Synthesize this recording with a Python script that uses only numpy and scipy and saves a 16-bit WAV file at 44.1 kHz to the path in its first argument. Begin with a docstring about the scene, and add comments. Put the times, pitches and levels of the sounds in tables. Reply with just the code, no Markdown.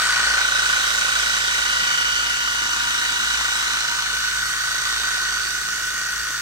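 """On a balcony, a two-piston electric pressure washer runs while its jet sweeps over window glass and frame.
Pump: each stroke knocks the casing, then a valve whistles briefly; the motor sounds lines locked to its speed.
Jet: shaped noise pulsing with the strokes. Behind it: stroke-rate hum, a steady drone and low rumble.
The hand-held microphone pair turns and drifts, so levels and the left-right delay change slowly.
"""
import sys
import numpy as np
from scipy import signal
from scipy.fft import rfft, irfft
from scipy.io import wavfile
from scipy.ndimage import uniform_filter1d, map_coordinates

SR = 44100
rng = np.random.default_rng(int(sys.argv[2]) if len(sys.argv) > 2 else 0)


def digitize_waveform(pressure):
    """Quantize a signal to 16-bit integers and store it at the path in sys.argv[1].

    Rows of a 2-D input are taken as channels; values are limited to [-1, 1].
    """
    field = np.atleast_2d(pressure).T
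    bounded = np.clip(field, -1, 1)
    quanta = np.round(bounded * 32767).astype(np.int16)
    wavfile.write(sys.argv[1], SR, quanta)


N = 282857

# Crank speed, sagging as the battery drains: (time [s], speed [turns/s])
CRANK_SPEED = [(0.0, 28.28), (0.8, 28.13), (1.6, 27.998), (2.41, 27.907), (3.21, 27.825), (4.01, 27.699),
               (4.81, 27.66), (5.62, 27.543), (6.42, 27.473)]
# Two strokes of a turn, weaker whistle first:
# (knock angle [turn], knock level [dB], whistle angle [turn], share of whistle length [1])
STROKES = [(.04, -7, .25, .85), (.53, 0, .77, 1)]

# Microphone heading: (time [s], nominal delay of left port [ms], left minus right [dB])
HEADING = [(0, 0.084, 0.8), (.3, 0.16, .5), (.5, 0.24, -.5), (1.2, 0.25, -1), (2, 0.29, -1),
           (2.8, 0.24, -0.5), (3.6, 0.22, -.6), (4.2, 0.16, 0), (5.4, 0.16, -0.4), (6.42, 0.088, 0.8)]
# Pump as heard: (time [s], level re its average [dB])
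PUMP_LEVEL = [(0, 5.5), (.25, 5.5), (.6, 6.5), (1, 4), (1.5, 3), (2, 3.5), (2.5, 1), (3, 1), (3.4, 1),
              (3.9, 0), (4.4, -1), (4.8, -3), (5.3, 0), (5.6, -4.5), (5.9, -2), (6.42, -5)]

# Motor lines and sidebands from the uneven load:
# (multiple of motor speed [1], plus multiple of crank speed [1], level [dB], column of MOTOR_LEVELS [index])
MOTOR_LINES = [(1, 0, -14, 0), (4, 0, -.5, 0), (4, -2, -9, 0), (8, -2, 0, 1), (8, 0, 0, 2), (8, 2, -8, 2),
               (16, -4, -1, 3), (16, -2, 1, 3), (16, 2, 1.5, 3), (16, 4, -4, 3)]
# Motor while the pair moves: (time [s], growl [dB], lower whine [dB], whine [dB], whizz [dB])
MOTOR_LEVELS = [(0, -49, -35, -42, -43), (.6, -50, -33, -41, -38), (1, -49, -35, -38, -37),
                (1.4, -45, -33, -35, -40), (1.8, -42, -37, -33, -41), (2.2, -46, -42, -37, -46),
                (2.6, -44, -40, -41, -45), (3, -44, -40, -40, -40), (3.4, -46, -47, -34, -39),
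                (3.8, -45, -46, -40, -40), (4.2, -53, -47, -43, -39), (4.6, -59, -43, -37, -41),
                (5, -47, -40, -36, -35), (5.4, -58, -42, -42, -45), (5.8, -60, -43, -39, -54),
                (6.42, -63, -41, -41, -52)]
MOTOR_TURNS_PER_CRANK_TURN = 60 / 7

HUM_DB, HUM_DB_PER_PUMP_DB = -46.5, 0.33
DRONE_HZ, DRONE_DB = 131.3, -55
# Rumble spectrum, relative: (frequency [Hz], density [dB per Hz])
RUMBLE_SPECTRUM = [(20, -36), (45, -9.5), (100, -13), (200, -14.5), (400, -12.5), (800, -37)]
RUMBLE_DB = -48.5

# Jet: (time [s], splash on pane and frame re its average [dB], nozzle hiss re its average [dB])
JET_LEVELS = [(0, 6, -3), (.3, 6, -6), (.9, 5, -2), (1.4, 4, -1.5), (2, 2.5, -0.5), (2.5, 1, 1),
              (3.05, 2, 1), (3.6, 2.5, 0.5), (4, 1, 1), (4.5, -1, 6), (4.9, 1, 2.5), (5.3, 0, 3),
              (5.6, -2.5, 8), (6.42, -4.5, 10.5)]
# Spray spectrum, relative: (frequency [Hz], density [dB per Hz])
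SPRAY_SPECTRUM = [(200, -25), (500, -9.5), (900, -3.5), (1250, 11), (1550, 13), (1850, 11), (2100, 6.5),
                  (2700, 5.5), (3600, 3.5), (5200, -4.5), (6000, 2), (6800, -4.5), (7300, -3.5),
                  (9000, -7.5)]
# How the spectrum follows the splash: (frequency [Hz], change [dB per dB of splash])
SPLASH_SHARE = [(200, -0.5), (850, 1.44), (1150, 1), (1500, 0.62), (2000, 0.86), (2500, 0.84), (3700, 0.62),
                (4600, 0.88), (6000, 0.47), (8500, 1.94), (11000, 1.5)]
# Splash ring, lower off axis: (heading delay [ms], centre [Hz], boost [dB])
SPLASH_RING = [(.09, 4560, 8), (.16, 4510, 7), (.19, 4150, 4.5), (.22, 3900, 4), (.28, 3880, 0.5)]
RING_WIDTH_HZ = 220  # centre to 1/e of the boost in dB
# Spectral offsets of pane drumming, mid hiss, fizz and fine mist
PANE_DB, MID_DB, FIZZ_DB, MIST_DB = -6.5, -7.5, -4, -19.5
SPRAY_DB = -23  # before the pulsing

# Knocking as heard: (time [s], level [dB])
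KNOCK_LEVEL = [(0, -34), (1, -36), (2.1, -38.5), (2.4, -43), (3.6, -41.5), (4.4, -49), (5, -42),
               (5.5, -47.5), (6.42, -48)]
# Casing modes: (frequency [Hz], width [Hz], drive [dB], share of shading [1])
CASING_MODES = [(225, 25, -5, .1), (345, 60, -8, 0), (420, 30, -7, 0), (478, 20, -2, .6),
                (562, 12, -1.5, 1.2), (650, 16, -1, 1), (755, 14, 0, -.2), (1085, 70, 10, -.4),
                (1190, 30, 9, -.8), (1310, 80, 7, -.5), (1660, 150, 10, -.3), (2300, 300, 3, 0)]
# As the pair turns some modes fall into shadow, others open up: (time [s], shading at share 1 [dB])
SHADING = [(0, 0), (2.1, -1), (2.3, -10), (3.6, -10), (4, -13), (6.42, -13)]

# Whistle partials: (frequency [Hz], level [dB], nominal Gaussian sigma [ms], fall [Hz/ms], slow sag [Hz/s])
WHISTLE_PARTIALS = [(1478, 0, 3.3, 4, 0), (2995, 2, 4.2, 14, 17), (4550, -5, 3, 50, 0),
                    (5850, -7, 2.5, 70, 15)]
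# Weaker stroke's whistle: (time [s], level re the stronger [dB])
WEAKER_WHISTLE = [(0, -2.5), (.25, -4.5), (.55, -8), (1.6, -7), (2.1, -5), (2.6, -4), (3.4, -6), (4.4, -2),
                  (4.9, -5.5), (5.3, -2), (6.42, -1.5)]
# Whistle as the pair moves: (time [s], stretch of length [1], puff re tone [dB], overtones re tone [dB])
WHISTLE_BLUR = [(0, .95, -22, -17), (.5, 1, -23, -13), (1.2, 1.05, -22, -9), (1.7, 1.2, -19, -6),
                (2.1, 1.3, -17, -5), (2.5, 1.2, -18, -7), (3.2, 1.25, -17, -8), (3.8, 1.25, -17, -9),
                (4.2, 1.25, -15, -11), (4.5, 1.25, -15, -18), (4.9, 1.15, -16, -16), (5.3, 1.1, -15, -17),
                (5.8, 1.3, -11, -14), (6.42, 1.35, -11, -17)]
WHISTLE_DB = -18.5  # at the average pump level

# Echoes re direct sound; they lose less than it when the pump is shadowed
ECHO_DB, ECHO_DB_PER_PUMP_DB, ECHO_T60_S = -12.5, -0.25, 0.055

# Likeness of noise at the two ports: (frequency [Hz], correlation [1])
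PORT_LIKENESS = [(60, 1), (300, 0.29), (800, 0.22), (1400, 0.78), (3000, 0.43), (6000, 0.29), (8000, 0.4),
                 (11000, 1)]
# Treble phase, left against right: (frequency [Hz], share of heading delay [1], further lead of left [rad]);
# above 6.5 kHz the phase no longer follows the heading but runs along a fixed course
TREBLE_PHASE = [(4800, 1, 0), (6500, 0, -7.5), (8400, 0, -7), (16000, 0, 8)]
# Port colour: (frequency [Hz], left minus right [dB])
PORT_COLOUR = [(60, -0.2), (130, -0.5), (380, 4), (800, 1), (1400, -0.5), (1900, 5), (2400, 8), (2900, -2),
               (4300, -1.5), (5200, -8.5), (6600, -6), (8500, 0), (12000, 0.5)]
# Treble colour of both ports: (frequency [Hz], gain [dB])
MICROPHONE_COLOUR = [(9000, -1.5), (10200, -1), (11500, 5.5), (16000, 0.5)]
BAND_EDGE_HZ = 15900


def amp(db):
    """Amplitude factor from dB."""
    return 10 ** (np.asarray(db) / 20)


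def evened(x):
    """Scale to unit RMS."""
    return x / np.sqrt(np.mean(x ** 2) + 1e-20)


def read(points, hz):
    """Interpolate a spectrum table over log frequency."""
    f, value = np.transpose(points)
    return np.interp(np.log(hz + 1), np.log(f + 1), value)


def follow(rows, t):
    """Interpolate every column linearly over the first."""
    s, *columns = np.transpose(rows)
    return [np.interp(t, s, c) for c in columns]


def bump(s, sigma_ms):
    """Gaussian pulse of unit peak; s in seconds."""
    return np.exp(-(1000 * s / sigma_ms) ** 2 / 2)


def resonate(x, hz, width_hz):
    """One damped mode struck by x: a two-pole resonator."""
    r = np.exp(-np.pi * width_hz / SR)
    angle = 2 * np.pi * hz / SR
    return signal.lfilter([0, np.sin(angle)], [1, -2 * r * np.cos(angle), r * r], x)


def heading(t):
    """Nominal delay of the left port in ms, and its lead in dB."""
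    return follow(HEADING, t)


def noise(db_at, patchy_db, size):
    """Unit-RMS two-port noise from random short-time spectra with drifting patches."""
    hop = size // 4
    hz = np.fft.rfftfreq(size, 1 / SR)[:, None]
    t = np.arange(N // hop + 5) * hop / SR
    a, b, c, d, patches = rng.standard_normal((len(t), len(hz), 5)).T
    patches = uniform_filter1d(patches, size=5, axis=0)
    patches = evened(uniform_filter1d(patches, size=24, axis=1))

    likeness = np.clip(read(PORT_LIKENESS, hz), -1, 1)
    right = a + 1j * b
    share, lead_rad = follow(TREBLE_PHASE, hz)
    late = np.exp(1j * lead_rad - 2j * np.pi * hz * share * heading(t)[0] / 1000)
    left = likeness * right * late + np.sqrt(1 - likeness ** 2) * (c + 1j * d)

    spectra = np.array([left, right]) * amp(db_at(hz, t) + patchy_db * patches)
    return evened(signal.istft(spectra, nperseg=size, noverlap=size - hop)[1][:, :N])


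def crank():
    """Crank angle in turns, integrated from its speed in turns/s; returns both."""
    speed = follow(CRANK_SPEED, np.arange(N) / SR)[0]
    return np.cumsum(speed) / SR, speed


def from_angle(at):
    """Seconds from the nearest moment when the crank passes this angle, and the number of that turn."""
    turns, speed = crank()
    turn = np.floor(turns - at + .5)
    return (turns - at - turn) / speed, (turn + 1).astype(int)


def motor():
    """Lines on the motor speed with load sidebands, wavering in level and phase, the growl most."""
    t = np.arange(N) / SR
    turns, out = crank()[0], np.zeros(N)
    levels_db = follow(MOTOR_LEVELS, t)
    for multiple, side, db, column in MOTOR_LINES:
        # growl is column 0
        rate_hz, phase_rad, waver_db = (15, .45, 2.3) if column else (35, 1.4, 4)
        draws = rng.standard_normal((2, 250))
        phase, level = [np.interp(t, np.arange(250) / rate_hz, v) for v in draws]
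        cycles = (round(multiple) * MOTOR_TURNS_PER_CRANK_TURN + round(side)) * turns
        line = np.sin(2 * np.pi * cycles + phase_rad * phase)
        out += np.sqrt(2) * amp(db + waver_db * level + levels_db[round(column)]) * line
    return out


def hum():
    """Two strokes a turn shake the floor: a wavering sine, slightly later at the left port."""
    t = np.arange(N) / SR
    waver_db = 2.2 * np.interp(t, np.arange(70) / 10, rng.standard_normal(70))
    level_db = HUM_DB + HUM_DB_PER_PUMP_DB * follow(PUMP_LEVEL, t)[0] + waver_db
    angle = 4 * np.pi * (crank()[0] + .22)
    return np.sqrt(2) * amp(level_db) * np.cos(angle - [[.22], [0]])


def drone():
    """A steady sine from nearby."""
    return np.sqrt(2) * amp(DRONE_DB) * np.sin(2 * np.pi * DRONE_HZ * np.arange(N) / SR)


def rumble():
    """Low-frequency noise of fixed spectrum with drifting patches."""
    return amp(RUMBLE_DB) * noise(lambda hz, t: read(RUMBLE_SPECTRUM, hz), patchy_db=2.0, size=4096)


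def jet():
    """Spray hiss that surges as each piston reverses; the mist follows less."""
    def spray_db(hz, t):
        """Spectrum over time from pane, mid hiss, fizz, mist and splash ring."""
        splash_db, nozzle_db = follow(JET_LEVELS, t)
        ring_hz, ring_db = follow(SPLASH_RING, heading(t)[0])
        pane = 1 / (1 + (hz / 1900) ** 6)
        mist = 1 / (1 + (10300 / (hz + 1)) ** 20)
        fizz = 1 / (1 + (6900 / (hz + 1)) ** 10) - mist
        mid = np.exp(-(np.log((hz + 1) / 2500) / 0.5) ** 2)
        ring = np.exp(-((hz - ring_hz) / RING_WIDTH_HZ) ** 2)
        parts_db = pane * PANE_DB + mid * MID_DB + fizz * FIZZ_DB + mist * MIST_DB + ring * ring_db
        moving_db = read(SPLASH_SHARE, hz) * splash_db + (fizz + mist) * nozzle_db
        return read(SPRAY_SPECTRUM, hz) + parts_db + moving_db

    spray = noise(spray_db, patchy_db=1.19, size=512)
    mist = signal.sosfiltfilt(signal.butter(3, 7000, "high", fs=SR, output="sos"), spray)
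    surge_db = 3.6 * bump(from_angle(.55)[0], 2) + 2.2 * bump(from_angle(.06)[0], 2)
    # pressure sags between surges
    slack_db = -2 * bump(from_angle(.44)[0], 1.2) - 1.2 * bump(from_angle(.16)[0], 1.2)
    pulse_db = surge_db + slack_db
    pulsing = amp(pulse_db) * (spray - mist) + amp(.4 * pulse_db) * mist
    return amp(SPRAY_DB) * pulsing


def knocks():
    """The pistons reverse with a click and a short rattle that ring the casing modes; unit RMS."""
    blows = np.zeros(N)
    for at, db, *_ in STROKES:
        s, turn = from_angle(at)
        size = amp(db + 1.6 * rng.standard_normal(turn[-1] + 1))[turn]
        # s jumps from - to + as the crank passes the angle
        click = np.diff(np.sign(s), prepend=0) > 1
        rattle = 0.01 * bump(s, 2) * rng.standard_normal(N)
        blows += size * (click + rattle)
    shade_db = follow(SHADING, np.arange(N) / SR)[0]
    rings = np.zeros(N)
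    for hz, width_hz, db, share in CASING_MODES:
        rings += amp(db + share * shade_db) * resonate(blows, hz, width_hz)
    # a small casing radiates no bass
    bass_cut = signal.butter(4, 190, "high", fs=SR, output="sos")
    return evened(signal.sosfilt(bass_cut, rings))


def whistle(tone_db, weaker_db):
    """About half a turn apart, a short falling tone swells and fades within a wider puff of breathy noise."""
    out, t = np.zeros(N), np.arange(N) / SR
    stretch, puff_db, overtones_db = follow(WHISTLE_BLUR, t)
    puff = evened(resonate(resonate(rng.standard_normal(N), 1480, 205), 1480, 205))
    for (_, _, at, share), stroke_db in zip(STROKES, (weaker_db, 0)):
        s, turn = from_angle(at)
        # no two whistles are quite alike
        size, slip, length = rng.standard_normal((turn[-1] + 1, 3))[turn].T
        out += amp(stroke_db + tone_db + puff_db) * bump(s, 7) * puff
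        for k, (hz, part_db, sigma_ms, fall, sag) in enumerate(WHISTLE_PARTIALS):
            # 500 * fall: Hz/ms to Hz/s, halved by integrating to phase
            cycles = (hz - sag * t - 500 * fall * s) * s
            tone = np.sin(2 * np.pi * cycles + (.1 + .05 * k) * slip)
            swell = bump(s, share * sigma_ms * stretch * np.exp(.05 * length))
            balance_db = overtones_db + .4 * stroke_db if k else stroke_db
            out += amp(tone_db + part_db + balance_db + .9 * size) * swell * tone
    return out


def balcony(x):
    """Direct sound, later at the left port, plus close echoes that change as the microphone moves."""
    n = np.arange(N)
    delay_ms = 0.71 * heading(n / SR)[0]
    left = map_coordinates(x, [n - delay_ms * SR / 1000], order=3)
    out, t = np.array([left, x]), np.arange(5000) / SR
    wet = amp(ECHO_DB + ECHO_DB_PER_PUMP_DB * follow(PUMP_LEVEL, n / SR)[0])
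    # crossfade three sparse echo patterns
    for k in range(3):
        taps = rng.standard_normal((2, len(t))) * (rng.random((2, len(t))) < .05)
        taps *= amp(-60 * t / ECHO_T60_S)
        taps[0] += .3 * taps[1]  # the ports share part of the echoes
        taps /= np.linalg.norm(taps[1])
        share = np.sqrt(2 / 3) * np.cos(np.pi * (0.44 * n / SR + k / 3))
        out += wet * signal.oaconvolve((share * x)[None], taps, axes=1)[:, :N]
    return out


def scene():
    """Pump sounds pass through the balcony echoes; hum, drone, rumble and jet add directly."""
    t = np.arange(N) / SR
    whistle_db = WHISTLE_DB + follow(PUMP_LEVEL, t)[0]
    weaker_db = follow(WEAKER_WHISTLE, t)[0]
    knock_db = follow(KNOCK_LEVEL, t)[0]
    pump = whistle(whistle_db, weaker_db) + motor() + amp(knock_db) * knocks()
    return balcony(pump) + hum() + drone() + rumble() + jet()


def record(dry):
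    """Each port has its own colour and faces the scene more or less; then the band limit."""
    hz = np.fft.rfftfreq(N, 1 / SR)
    half_db = read(PORT_COLOUR, hz) / 2
    colour_db = read(MICROPHONE_COLOUR, hz) + [half_db, -half_db]
    facing_db = heading(np.arange(N) / SR)[1] / 2
    ports = irfft(rfft(dry) * amp(colour_db), N) * amp([facing_db, -facing_db])
    band_limit = signal.firwin(511, BAND_EDGE_HZ, window=("kaiser", 9), fs=SR)
    return signal.oaconvolve(ports, band_limit[None], "same")


dry = scene()
out = record(dry)
digitize_waveform(out)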